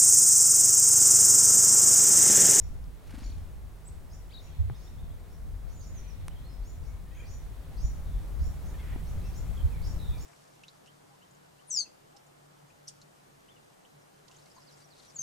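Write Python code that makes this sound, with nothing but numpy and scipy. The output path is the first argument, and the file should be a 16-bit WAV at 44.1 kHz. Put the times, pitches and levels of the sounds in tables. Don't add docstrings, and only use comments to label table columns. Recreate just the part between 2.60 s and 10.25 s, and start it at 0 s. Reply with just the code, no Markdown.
import sys
import numpy as np
from scipy import signal
from scipy.fft import rfft, irfft, next_fast_len
from scipy.io import wavfile
from scipy.ndimage import uniform_filter1d, map_coordinates

SR = 44100
rng = np.random.default_rng(int(sys.argv[2]) if len(sys.argv) > 2 else 0)


def to_wav(sig):
    pcm = np.clip(np.atleast_2d(sig), -1, 1) * 32767
    pcm = np.round(pcm).astype(np.int16)
    wavfile.write(sys.argv[1], SR, pcm.T)


N = 337365
T = np.arange(N) / SR



def undb(db):
    return 10 ** (np.asarray(db) / 20)


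def unit(x):
    return x / np.sqrt(np.mean(x ** 2) + 1e-20)


def add(out, start_s, x):
    i = int(round(start_s * SR))
    first, last = max(i, 0), min(i + x.shape[-1], N)
    out[..., first:last] += x[..., first - i:last - i]


def noise(spectrum, size=N):
    hz, db = np.transpose(spectrum)
    n = next_fast_len(size)
    f = np.maximum(np.fft.rfftfreq(n, 1 / SR), 1)
    gain = undb(np.interp(np.log(f), np.log(hz), db))
    white = rng.standard_normal(n)
    return unit(irfft(rfft(white) * gain, n)[:size])


def wide(spectrum, side_db):
    middle = noise(spectrum)
    side = noise(spectrum) * np.array([[1], [-1]])
    return unit(middle + undb(side_db) * side)


def walk(rate_hz, size=N):
    at = np.arange(size) / SR * rate_hz
    values = rng.standard_normal(int(at[-1]) + 2)
    return map_coordinates(values, [at], order=2, mode="nearest")


def progress(length_s):
    return np.linspace(0, 1, max(int(length_s * SR), 16))


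def swell(u, edge):
    return np.sin(np.pi / 2 * np.clip(np.minimum(u, 1 - u) / edge, 0, 1))


def ports(pan_db):
    return undb(np.array([[pan_db], [-pan_db]]) / 2)


def wood(x, wet_db, t60, pan_db=0):
    t = np.arange(int(.9 * SR)) / SR
    scatter = rng.standard_normal((2, len(t))) * (rng.random((2, len(t))) < .05)
    scatter = scatter * undb(-60 * t / t60) * (1 - np.exp(-t / 0.0087))
    scatter /= np.sqrt(np.sum(scatter ** 2, axis=1, keepdims=True))
    mono = np.atleast_2d(x).mean(axis=0, keepdims=True)
    echoes = signal.fftconvolve(mono, scatter, axes=1)[:, :N]
    return x * ports(pan_db) + undb(wet_db) * echoes


def syrinx(hz, waver, flicker_db):
    phase = 2 * np.pi * np.cumsum(hz * (1 + waver * walk(376.0, size=len(hz)))) / SR
    return unit(np.sin(phase) * undb(flicker_db * walk(137, size=len(hz))))


def slur(u, first_hz, middle_hz, last_hz):
    return np.polyval(np.polyfit([0, .5, 1], [first_hz, middle_hz, last_hz], 2), u)


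def thin_tone(hz, db):
    u = np.linspace(0, 1, len(hz))
    return undb(db) * swell(u, edge=0.15) * syrinx(hz, waver=0.013, flicker_db=4.0)


def near_note(start_s, hz, db):
    out = np.zeros(N)
    u = np.linspace(0, 1, len(hz))
    add(out, start_s, undb(db) * swell(u, edge=.028) * syrinx(hz, waver=.016, flicker_db=2.5))
    return out


# time_s, rustle_db, hiss_db
AIR_LEVELS = [(0, -62, -70), (4.5, -61, -69.5), (6.1, -56.5, -65), (7.65, -56.5, -63.9)]
# frequency_hz, relative_density_db
TREE_SPECTRUM = [(120, 5), (250, 5), (400, 3), (700, 0), (1200, -5), (2200, -12), (3000, -16), (4200, -17),
                 (7000, -21), (12000, -44)]
# frequency_hz, relative_density_db
HISS_SPECTRUM = [(1000, -8), (3000, -7), (6500, 1.5), (8000, 4.5), (11000, 4.5), (15500, 2.5)]


def air():
    time_s, rustle_db, hiss_db = np.transpose(AIR_LEVELS)
    rustle = wide(TREE_SPECTRUM, side_db=-4) * undb(np.interp(T, time_s, rustle_db) + 5.0 + .5 * walk(9))
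    hiss = wide(HISS_SPECTRUM, side_db=-14) * undb(np.interp(T, time_s, hiss_db) + 2.5)
    return rustle + hiss


# time_s, level_db
FLOCK_LEVELS = [(0, -71), (1.6, -78), (1.9, -65), (2.9, -79), (3.5, -65.5), (4.3, -74), (4.9, -68),
                (5.7, -73), (6.7, -66.5), (7.65, -70)]
# frequency_hz, relative_density_db
CHATTER_SPECTRUM = [(1500, -27), (1900, 2.5), (2200, 0), (2800, -5), (3500, -1), (4400, -4), (5200, -34)]


def flock():
    level_db = np.interp(T, *np.transpose(FLOCK_LEVELS)) + 1.5 * walk(22)
    return wide(CHATTER_SPECTRUM, side_db=0) * undb(level_db)


# frequency_hz, relative_density_db
SMALL_EDDY_SPECTRUM = [(10, -50), (70, -27), (110, 0.5), (160, 4.5), (200, -7), (330, -31), (1500, -90)]
SMALL_EDDY_DB, FRESH_DB, FRESH_S = -59, 10, 6.04


def small_eddies():
    fresh = T > FRESH_S
    return wide(SMALL_EDDY_SPECTRUM, side_db=0) * undb(SMALL_EDDY_DB + FRESH_DB * fresh + 2.0 * walk(12))


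# time_s, level_db
GUST_LEVELS = [(0, -37.5), (.3, -40), (.4, -50.5), (.47, -41), (.95, -40.5), (1.1, -42.5), (2.0, -43),
               (2.6, -43.5), (3.1, -39.5), (3.5, -43), (5.18, -41.5), (5.26, -34.5), (5.6, -39),
               (5.84, -33), (5.92, -38.5), (6.45, -35), (7.1, -33.5), (7.65, -37.5)]
# frequency_hz, relative_density_db
RUMBLE_SPECTRUM = [(15, -6), (30, -10.5), (40, 0), (47, 3.5), (62, -6.5), (80, -4), (100, -9), (120, -17.5),
                   (155, -15), (200, -26.5), (300, -35.5), (600, -74), (3000, -87)]
# start_s, length_s, centre_hz, level_db, left_minus_right_db, left_port_lag_s
WIND_BUFFETS = [(0.635, 0.067, 47.2, -37.5, 1, 0), (1.984, .048, 76, -24, -5, .004),
                (2.03, .046, 78.5, -31, -4, .003), (2.062, .045, 84, -33, -2, .004),
                (2.095, .04, 125, -36, 2, .002), (3.976, 0.097, 52, -37, 2, 0),
                (5.231, .03, 72.4, -28, -4, .005), (5.53, .07, 43.5, -31, 3, .002),
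                (5.792, .058, 55, -27, -2, .002), (6.32, 0.045, 112, -41.5, 4, 0),
                (7.027, .052, 75, -22.5, -4, .004), (7.472, .05, 68, -29, -2, .006)]
WIND_DB, EDDY_DB, EDDY_HZ = 1.53, 1.9, 9


def wind():
    eddies = wide(RUMBLE_SPECTRUM, side_db=-1.93)
    strength = np.sqrt(uniform_filter1d(np.mean(eddies ** 2, axis=0), int(.1 * SR)))
    gust = undb(np.interp(T, *np.transpose(GUST_LEVELS)) + WIND_DB + EDDY_DB * walk(EDDY_HZ))
    out = ports(pan_db=1.75) * gust * eddies / strength
    for start_s, length_s, centre_hz, level_db, pan_db, lag_s in WIND_BUFFETS:
        u = progress(length_s)
        hz = centre_hz * (1 + 0.16 * walk(85.0, size=len(u)))
        swing = np.sin(2 * np.pi * np.cumsum(hz) / SR)
        left, right = undb(level_db) * ports(pan_db) * unit(swing * swell(u, edge=.5))
        add(out[0], start_s + lag_s, left)
        add(out[1], start_s, right)
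    return out


# start_s, length_s, pitch_hz, throat_resonance_hz, level_db, roughness_share_of_pitch
HOARSE_CALLS = [(3.342, 0.18, 490, 2280, -69, .06), (4.457, 0.03, 630, 1900, -65, .02),
                (4.506, 0.035, 645, 2050, -63.5, .015), (4.54, 0.027, 535, 2250, -62, .03),
                (4.562, .059, 822, 2330, -56.5, .03), (4.617, .035, 650, 2000, -63, .03),
                (6.133, 0.032, 606, 1880, -58.5, .015), (6.172, .045, 695, 3450, -64, .015),
                (6.191, .03, 543, 2120, -56, .025), (6.226, .124, 490.5, 1990, -56.5, .06),
                (6.469, .037, 478, 2400, -70, .04), (6.847, .14, 454, 2350, -70, .04)]
RASP_PULSE_HZ = 32
RASP_ARCH, RASP_THROB_DB = .09, -4.5
THROAT_WIDTH_HZ, BEAK_HZ, BEAK_DB = 240, 3300, -16


def resonance(hz, centre_hz):
    return 1 / np.hypot(1, (hz - centre_hz) / THROAT_WIDTH_HZ)


def hoarse_calls():
    out = np.zeros(N)
    for start_s, length_s, pitch_hz, throat_hz, level_db, rough in HOARSE_CALLS:
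        u = progress(length_s)
        pulses = max(round(length_s * RASP_PULSE_HZ), 1)
        dip = np.cos(np.pi * pulses * u) ** 2
        pitch = pitch_hz * (1 - RASP_ARCH * dip + rough * walk(260.4, size=len(u)))
        phase = 2 * np.pi * np.cumsum(pitch) / SR
        stack = np.zeros(len(u))
        for k in range(2, int(3900 / pitch_hz) + 1):
            colour = resonance(k * pitch, throat_hz) + undb(BEAK_DB) * resonance(k * pitch, BEAK_HZ)
            stack += np.sin(k * phase) * colour
        throb_db = RASP_THROB_DB * dip + 2.0 * walk(152, size=len(u))
        add(out, start_s, undb(level_db) * swell(u, edge=0.1) * unit(stack * undb(throb_db)))
    return out


# start_s, length_s, first_hz, middle_hz, last_hz, level_db, flutter_hz, flutter_depth_hz
BUZZ_NOTES = [(1.857, 0.11, 2300, 3270, 3560, -75, 27, 300), (4.545, .08, 6200, 6650, 6900, -69, 90, 500),
              (5.449, 0.15, 3810, 3590, 3500, -73, 70, 410),
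              (7.385, .17, 4020, 3685, 3620, -60.5, 75.3, 300)]
BUZZ_THROB_DB = 4.5


def buzzes():
    out = np.zeros(N)
    for start_s, length_s, first_hz, middle_hz, last_hz, level_db, flutter_hz, depth_hz in BUZZ_NOTES:
        u = progress(length_s)
        cycle = flutter_hz * length_s * u % 1
        hz = slur(u, first_hz, middle_hz, last_hz) + depth_hz * (1 - 2 * cycle)
        throb_db = -BUZZ_THROB_DB * np.cos(2 * np.pi * cycle)
        tone = unit(undb(throb_db) * syrinx(hz, waver=.015, flicker_db=1.2))
        add(out, start_s, swell(u, edge=.1) * undb(level_db) * tone)
    return out


# start_s, length_s, first_hz, middle_hz, last_hz, level_db, left_minus_right_db
GLIDING_TONES = [(1.498, .045, 4750, 6250, 6750, -64, 0), (1.51, .044, 4600, 5400, 5950, -61, 0),
                 (1.542, .02, 7150, 7300, 7200, -64, 0), (1.693, .026, 2900, 3330, 4030, -64.5, 5),
                 (1.706, 0.025, 3850, 4380, 4970, -63, 7), (3.148, .04, 7400, 7130, 6800, -64.5, -7),
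                 (3.179, 0.074, 6880, 6340, 5530, -63.5, -13), (3.255, 0.052, 6950, 6900, 6830, -62, -2),
                 (3.338, 0.068, 6800, 6170, 5250, -60.5, -12), (3.451, 0.053, 2450, 2395, 2390, -70, 2),
                 (3.475, 0.039, 6050, 5780, 5160, -62.5, -9), (3.7, 0.045, 2700, 3100, 3530, -68, 0),
                 (3.755, 0.044, 3120, 3260, 3400, -65.5, -2), (3.838, 0.037, 4000, 4210, 4320, -63.5, -2),
                 (3.885, 0.077, 5150, 5180, 5140, -68, -2), (4.25, .08, 2170, 2230, 2160, -69, -7),
                 (6.628, 0.053, 2500, 2680, 2540, -65.5, -7), (6.91, 0.075, 7950, 7500, 7100, -70, 0),
                 (6.969, 0.046, 3310, 3150, 3080, -59, 0), (7.109, .085, 2720, 2290, 2200, -62.5, -8),
                 (7.516, 0.074, 2560, 2380, 2280, -64, -5)]


def gliding_tones():
    out = np.zeros((2, N))
    for start_s, length_s, first_hz, middle_hz, last_hz, level_db, pan_db in GLIDING_TONES:
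        hz = slur(progress(length_s), first_hz, middle_hz, last_hz)
        add(out, start_s, ports(pan_db) * thin_tone(hz, level_db))
    return out


# start_s, length_s, low_voice_top_hz, high_voice_top_hz, low_voice_db, high_voice_db
CHIRP_NOTES = [(-.025, 0.085, 5700, 7060, -59, -60.5), (0.58, .1, 5700, 6920, -56.5, -57.5),
               (1.774, .11, 5850, 7100, -63, -62.5), (2.122, 0.071, 5350, 6470, -64, -62.5),
               (2.185, 0.089, 5640, 7100, -60.5, -64), (2.676, .08, 5750, 7200, -65, -72),
               (3.075, 0.073, 6010, 6850, -62, -62), (3.196, 0.063, 5500, 6800, -58, -62),
               (4.01, 0.11, 5820, 7050, -63, -58), (4.22, 0.074, 5850, 6730, -63.5, -63),
               (4.637, 0.12, 5890, 6960, -56.5, -56), (5.154, 0.13, 5860, 6970, -53, -52.5),
               (5.778, .115, 5690, 7150, -57, -55), (6.027, .07, 6000, 6910, -64, -57.5),
               (6.444, 0.065, 5960, 6700, -60, -61), (6.627, .055, 5650, 6250, -59, -62.5),
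               (6.714, 0.09, 5800, 7100, -56.5, -54), (7.208, .105, 5750, 6950, -51, -56),
               (7.56, 0.097, 5680, 7100, -54.5, -52)]
CHIRP_SWEEP = .41
CHIRP_STEP, CHIRP_STEP_AT = .045, .6


def chirps():
    out = np.zeros(N)
    for start_s, length_s, low_hz, high_hz, low_db, high_db in CHIRP_NOTES:
        u = progress(length_s)
        off_top = np.abs(1 - u / .86) ** 2.5
        step = 1 - CHIRP_STEP * np.clip((CHIRP_STEP_AT - u) * 20, 0, 1)
        low_pitch = low_hz * (1 - CHIRP_SWEEP * off_top)
        high_pitch = high_hz * step * (1 - 0.27 * off_top)
        low = syrinx(low_pitch, waver=.018 + .045 * off_top, flicker_db=2.5)
        high = syrinx(high_pitch, waver=0.015 + 0.013 * off_top, flicker_db=3.0)
        both = undb(low_db - 7 * off_top) * low + undb(high_db - 19 * off_top) * high
        add(out, start_s, both * swell(u, edge=0.19))
    return out


# start_s, end_s, repeat_s, note_length_s, top_hz, arch_depth_hz,
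# top_at_share_of_note, level_db, fade_db_per_s, scatter_db
NOTE_RUNS = [(.636, .72, .0245, .022, 4620, 2400, .32, -60.5, 15, -6),
             (2.128, 2.56, .124, .034, 3680, 560, .75, -67, 3, 1)]
ARCH_FALL_DB = -14


def runs():
    out = np.zeros((2, N))
    for start_s, end_s, repeat_s, length_s, top_hz, arch_hz, top_at, level_db, fade, wet_db in NOTE_RUNS:
        off_top = progress(length_s) - top_at
        hz = top_hz - arch_hz * np.sin(np.pi / 2 * off_top) ** 2
        notes = np.zeros(N)
        for s in np.arange(start_s, end_s, repeat_s):
            add(notes, s, thin_tone(hz, level_db - fade * (s - start_s) + ARCH_FALL_DB * off_top ** 2))
        out += wood(notes, wet_db=wet_db, t60=0.4)
    return out


WARBLE_S, WARBLE_RISE_S, WARBLE_HOLD_S, SCALLOP_S = 1.711, .031, .072, .0237
WARBLE_FROM_HZ, CREST_HZ, SCALLOP_HZ, WARBLE_SAG_HZ_PER_S = 2100, 4600, 818, 2150
WARBLE_DB, WARBLE_ONSET_DB, CREST_DB = -53, -15, -5
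WARBLE_FADE_DB = -6


def warble():
    t = np.arange(-WARBLE_RISE_S, WARBLE_HOLD_S, 1 / SR)
    below = 1 - np.minimum(1 + t / WARBLE_RISE_S, 1) ** 2
    held = np.maximum(t, 0)
    trough = np.abs(np.sin(np.pi * held / SCALLOP_S)) ** 0.59
    swoop_hz = CREST_HZ + (WARBLE_FROM_HZ - CREST_HZ) * below
    hz = swoop_hz - SCALLOP_HZ * trough - WARBLE_SAG_HZ_PER_S * held
    db = WARBLE_DB + WARBLE_ONSET_DB * below ** 2 + CREST_DB * (1 - trough) * (1 - below)
    return near_note(WARBLE_S, hz, db + WARBLE_FADE_DB * (held / WARBLE_HOLD_S) ** 5)


CHIP_S, CHIP_RISE_S, CHIP_DROP_S = 1.249, .032, .011
CHIP_FROM_HZ, CHIP_TOP_HZ, CHIP_END_HZ = 7160, 8060, 5000
CHIP_DB, CHIP_ONSET_DB, CHIP_END_DB = -49.5, -16, -17


def chip():
    t = np.arange(-CHIP_RISE_S, CHIP_DROP_S, 1 / SR)
    before, after = np.maximum(-t / CHIP_RISE_S, 0), np.maximum(t / CHIP_DROP_S, 0)
    climb_hz = (CHIP_FROM_HZ - CHIP_TOP_HZ) * before ** 2
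    plunge_hz = (CHIP_END_HZ - CHIP_TOP_HZ) * after ** 2
    db = CHIP_DB + CHIP_ONSET_DB * before + CHIP_END_DB * after
    return near_note(CHIP_S, CHIP_TOP_HZ + climb_hz + plunge_hz, db)


# start_s, level_db, ring_hz, decay_60_db_s
TAP_RINGS = [(.242, -44, 5200, 0.0029), (2.0982, -31.5, 1530, 0.0045), (2.0995, -33.5, 820, .012),
             (2.099, -32.5, 370, 0.015), (3.6818, -27, 9500, 0.0013), (3.6826, -26.5, 2420, 0.0021),
             (3.6823, -28, 1040, 0.0038), (3.683, -33, 5700, 0.0022), (6.36, -21.5, 260, 0.015),
             (6.36, -29.5, 690, 0.0074)]


def taps():
    out = np.zeros(N)
    t = np.arange(SR // 20) / SR
    for start_s, level_db, ring_hz, t60 in TAP_RINGS:
        onset = 1 - np.exp(-t * ring_hz * 3)
        add(out, start_s, undb(level_db - 60 * t / t60) * np.sin(2 * np.pi * ring_hz * t) * onset)
    return out


# start_s, length_s, level_db, crisp_top_db
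FEATHER_FLICKS = [(.471, .015, -68, -62), (0.492, 0.011, -54, -70), (.503, .014, -55, -57),
                  (.517, .02, -58, -70), (0.543, .018, -54.5, -64), (0.581, 0.017, -57.5, -58),
                  (.622, .022, -59, -68), (0.7, .01, -62, -63), (0.776, .014, -64, -62)]
# frequency_hz, relative_density_db
FLICK_BODY_SPECTRUM = [(300, -9), (900, 1.5), (2300, 1.5), (3500, -7), (6000, -14), (12000, -30)]
# frequency_hz, relative_density_db
FLICK_TOP_SPECTRUM = [(1500, -20), (4000, 1), (7500, 0), (11500, -2), (13000, -20)]


def flicks():
    out = np.zeros(N)
    for start_s, length_s, level_db, top_db in FEATHER_FLICKS:
        u = progress(length_s)
        body = undb(level_db) * noise(FLICK_BODY_SPECTRUM, size=len(u))
        top = undb(top_db) * noise(FLICK_TOP_SPECTRUM, size=len(u))
        add(out, start_s, (body + top) * swell(u, edge=0.7))
    return out


def feathers(size):
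    swish = noise([(200, -10), (600, 6), (1300, 0.5), (2400, 1), (3800, -4), (6000, -8),
                   (11000, -10.5), (13000, -24)], size=size)
    return unit(swish * undb(2.5 * walk(500, size=size)))


TAKEOFF_S, WINGBEAT_S, SPREAD_DB_PER_S = .5425, .0395, 112
PUSH_DB, SWISH_DB, WHIRR_DB = -36, -59, -58
PUSH_FADE_DB_PER_S, FEATHER_FADE_DB_PER_S = 63, 34


def wings(count):
    flown = T - TAKEOFF_S
    whirr_db = WHIRR_DB + np.minimum(SPREAD_DB_PER_S * flown, -FEATHER_FADE_DB_PER_S * flown)
    out = feathers(N) * undb(whirr_db)
    t = np.arange(-SR // 25, SR // 25) / SR
    push = np.sin(2 * np.pi * 250 * t) * np.exp(-(t / 0.0042) ** 2)
    brush = np.exp(-((t - .003) / .007) ** 2)
    for age in WINGBEAT_S * np.arange(count):
        thump = undb(PUSH_DB - PUSH_FADE_DB_PER_S * age) * push
        swish = undb(SWISH_DB - FEATHER_FADE_DB_PER_S * age) * brush * feathers(len(t))
        add(out, TAKEOFF_S + age + t[0], thump + swish)
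    return out


def scene():
    background = air() + flock() + small_eddies() + wind()
    far = wood(hoarse_calls(), wet_db=-1, t60=.4, pan_db=1) * undb(-3.2)
    far += wood(buzzes(), wet_db=-1, t60=.4, pan_db=-5)
    far += wood(gliding_tones(), wet_db=.5, t60=.48) * undb(-2.9)
    far += wood(chirps(), wet_db=3, t60=.45, pan_db=.5) * undb(-8.5)
    near = wood(warble(), wet_db=-13, t60=.4, pan_db=6.5)
    near += wood(chip(), wet_db=-6, t60=.32)
    return background + far + runs() + near + taps() + flicks() + wings(count=7)


MONO_HZ, TOP_HZ = 7600, 15900


def record(dry):
    narrowing = signal.butter(10, MONO_HZ, fs=SR, output="sos")
    side = signal.sosfiltfilt(narrowing, (dry[0] - dry[1]) / 2)
    pair = dry.mean(axis=0) + side * np.array([[1], [-1]])
    return signal.sosfilt(signal.ellip(10, .2, 70, TOP_HZ, fs=SR, output="sos"), pair)


dry = scene()
out = record(dry)
to_wav(out)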